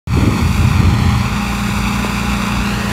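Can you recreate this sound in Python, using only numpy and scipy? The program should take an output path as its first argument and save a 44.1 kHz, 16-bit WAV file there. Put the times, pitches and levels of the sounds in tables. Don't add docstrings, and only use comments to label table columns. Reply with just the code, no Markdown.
import sys
import numpy as np
from scipy import signal
from scipy.fft import rfft, irfft
from scipy.io import wavfile
from scipy.ndimage import uniform_filter1d, map_coordinates

SR = 44100
rng = np.random.default_rng(int(sys.argv[2]) if len(sys.argv) > 2 else 0)


def unload_wav(signal):
    wavfile.write(
        sys.argv[1],
        SR,
        np.round(np.clip(np.atleast_2d(signal).T, -1, 1) * 32767).astype(np.int16),
    )


N = 128772
T = np.arange(N) / SR


def amp(db):
    return 10 ** (np.asarray(db) / 20)


def unit(x):
    return x / np.sqrt(np.mean(x ** 2) + 1e-20)


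def curve(table):
    times, *columns = np.transpose(table)
    return [np.interp(T, times, c) for c in columns]


def colour(x, points):
    hz, db = np.transpose(points)
    f = np.fft.rfftfreq(N, 1 / SR)
    return irfft(rfft(x) * amp(np.interp(np.log(f + 1), np.log(hz), db)), N)


def drift(hz):
    f = np.fft.rfftfreq(N, 1 / SR)
    return unit(irfft(rfft(rng.standard_normal(N)) * (f > 0) * np.exp(-(f / hz) ** 2), N))


def tone(turns, db, waver_db, waver_hz):
    return np.sqrt(2) * amp(db + waver_db * drift(waver_hz)) * np.cos(2 * np.pi * turns)


def wind():
    # time_s, rumble_db, flutter_db
    gusts = [(.07, -11, -46), (.18, -12.5, -20), (.27, -14, -15.5), (.38, -23, -16.5), (.44, -13, -23),
             (.5, -14, -25), (.55, -19, -35), (.62, -10, -18.5), (.72, -14.5, -36), (.8, -11, -18.5),
             (.87, -9.5, -20), (.935, -12.5, -21), (.98, -19, -24), (1.06, -12.5, -22.5), (1.15, -15, -60),
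             (1.33, -26.5, -48), (1.45, -43, -60), (1.72, -26, -67), (1.79, -23, -59), (1.9, -48, -44),
             (2.01, -34, -52), (2.1, -42, -60), (2.9, -31, -54)]
    # frequency_hz, level_db
    rumble_spectrum = [(15, -46), (35, -13), (55, -11.5), (85, 2.5), (125, -2), (170, -13), (260, -21),
                       (500, -60), (1000, -80)]
    flutter_spectrum = [(60, -36), (130, 1.5), (220, -1.5), (320, -4.5), (450, -13), (650, -20.5),
                        (1200, -69), (3000, -72)]
    rumble_db, flutter_db = curve(gusts)
    eddies = signal.hilbert(colour(rng.standard_normal(N), rumble_spectrum))
    envelope = np.sqrt(uniform_filter1d(abs(eddies) ** 2, size=2200))
    rumble = unit(eddies.real / envelope)
    flutter = unit(colour(rng.standard_normal(N) * amp(3.0 * drift(49)), flutter_spectrum))
    return amp(rumble_db) * rumble + amp(flutter_db) * flutter


def knock(start_s, first_hz, last_hz, sag_s, decay_s):
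    t = np.maximum(T - start_s, 0)
    turns = last_hz * t + (first_hz - last_hz) * sag_s * (1 - np.exp(-t / sag_s))
    return np.sin(2 * np.pi * turns) * np.exp(-t / decay_s)


def ground_bounce(direct):
    # time_s, lag_ms, strength_db
    path = [(.15, 0.89, 0.5), (.4, 0.89, 1.5), (.6, 0.83, -1.5), (.85, 0.91, 0.5), (1.07, 0.94, 1),
            (1.35, 0.85, -2), (1.6, 0.83, -2.5), (1.9, .85, 2), (2.03, 0.83, -3), (2.45, .835, -1),
            (2.6, 0.83, -2.5), (2.75, 0.68, -5.5), (2.92, 0.63, -16)]
    # frequency_hz, gain_db
    snow = [(100, -12), (600, -6), (1700, -5.5), (3000, -6), (4300, -4), (5500, -10), (7500, -9.5),
            (10000, -15), (15000, -20)]
    lag_ms, strength_db = curve(path)
    delayed_index = np.arange(N) - lag_ms * SR / 1000
    return direct + amp(strength_db) * map_coordinates(colour(direct, snow), [delayed_index], order=3)


def gear_whine(clock):
    # pitch_hz, level_db
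    gears = [(1374, -41), (1453, -40), (1886, -40.5)]
    return sum(tone(hz * clock + 0.14 * drift(17), db, waver_db=1.5, waver_hz=12) for hz, db in gears)


def fan(blades):
    # order, level_db
    harmonics = [(1, -23), (2, -39), (3, -43), (4, -36), (5, -40.5), (6, -44), (8, -52.5)]
    hum = np.zeros(N)
    for k, db in harmonics:
        turns = k * blades + .19 * k ** 2 + .012 * k * drift(11)
        hum += tone(turns, db, waver_db=-1.0 + 2.54 * np.log(k), waver_hz=10.6)
    return hum


def clatter(firings, blades, treble_db):
    # frequency_hz, gain_db
    block = [(20, -22), (35, -5), (55, 15.5), (100, 4), (200, 4), (290, -1), (400, -4), (550, -1),
             (700, -2.5), (830, 1), (1100, 0), (1420, -3), (1650, -3), (1850, -1), (2000, -6), (2300, -4),
             (2650, 0), (2850, -4), (3050, -11.5), (3400, -9), (4000, -9), (4650, -10.5), (5200, -15),
             (5800, -13.5), (6600, -15.5), (7300, -13.5), (7900, -17.5), (8400, -19), (10000, -20),
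             (13000, -23), (15000, -26.5), (16000, -32)]
    impacts_per_s, treble_hz = 700, 6060
    impacts = (rng.random(N) < impacts_per_s / SR) * rng.standard_normal(N)
    drive = rng.standard_normal(N) + 0.38 * unit(impacts)
    surge = 1 + 0.27 * np.exp(-(firings % 1) / 0.25)
    chop = 1 + 0.093 * np.cos(2 * np.pi * blades)
    flicker = amp(0.54 * drift(40))
    body = unit(colour(drive * surge * chop * flicker, block))
    treble = signal.sosfiltfilt(signal.butter(2, treble_hz, "high", fs=SR, output="sos"), body)
    return amp(-21) * (body + (amp(treble_db) - 1) * treble)


def exhaust(firings):
    # order, level_db
    harmonics = [(1, -26.5), (2, -27), (3, -29), (4, -31), (5, -42), (6, -45.5), (7, -50), (8, -46)]
    pipe_smear = 0.0352
    stroke = firings + .005 * drift(30)
    pulses = sum(tone(k * stroke - pipe_smear * k ** 2, db, waver_db=-0.5, waver_hz=8.5)
                 for k, db in harmonics)
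    return amp(.5 * drift(25)) * pulses


def tractor(firing_hz, blade_hz):
    # time_s, level_db, treble_db
    levels = [(.1, -2, -1), (.3, -1, -0.5), (.55, -1, 3), (.85, 0, -3.5), (1.15, 0.5, -2.5),
              (1.35, 0.5, -3), (1.55, 0, 1.5), (1.85, 1, 0), (2.3, 1.5, -0.5), (2.6, 1.5, -2.5),
              (2.9, 1, -0.5)]
    level_db, treble_db = curve(levels)
    clock = np.cumsum(1 + 0.0022 * drift(4.9)) / SR
    firings, blades = firing_hz * clock, blade_hz * clock
    engine = exhaust(firings) + fan(blades) + gear_whine(clock) + clatter(firings, blades, treble_db)
    return amp(level_db) * engine


def scene():
    street = amp(-1.86) * ground_bounce(tractor(firing_hz=58.75, blade_hz=203.1))
    nearby = amp(-7) * knock(start_s=2.0468, first_hz=950, last_hz=240, sag_s=.0012, decay_s=.002)
    return (street + wind() + nearby)[None]


def record(dry):
    start_s, fade_s, start_db = 0.073, 0.068, -11
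    knee, ceiling, edge_hz = .6, .95, 15750
    fade_db = start_db * np.clip(1 - (T - start_s) / fade_s, 0, 1)
    faded = dry * (T >= start_s) * amp(fade_db)
    under = np.clip(faded, -knee, knee)
    rounded = under + (ceiling - knee) * np.tanh((faded - under) / (ceiling - knee))
    lowpass = signal.firwin(511, edge_hz, window=("kaiser", 9), fs=SR)
    return signal.oaconvolve(rounded, lowpass[None], "same")


dry = scene()
out = record(dry)
unload_wav(out)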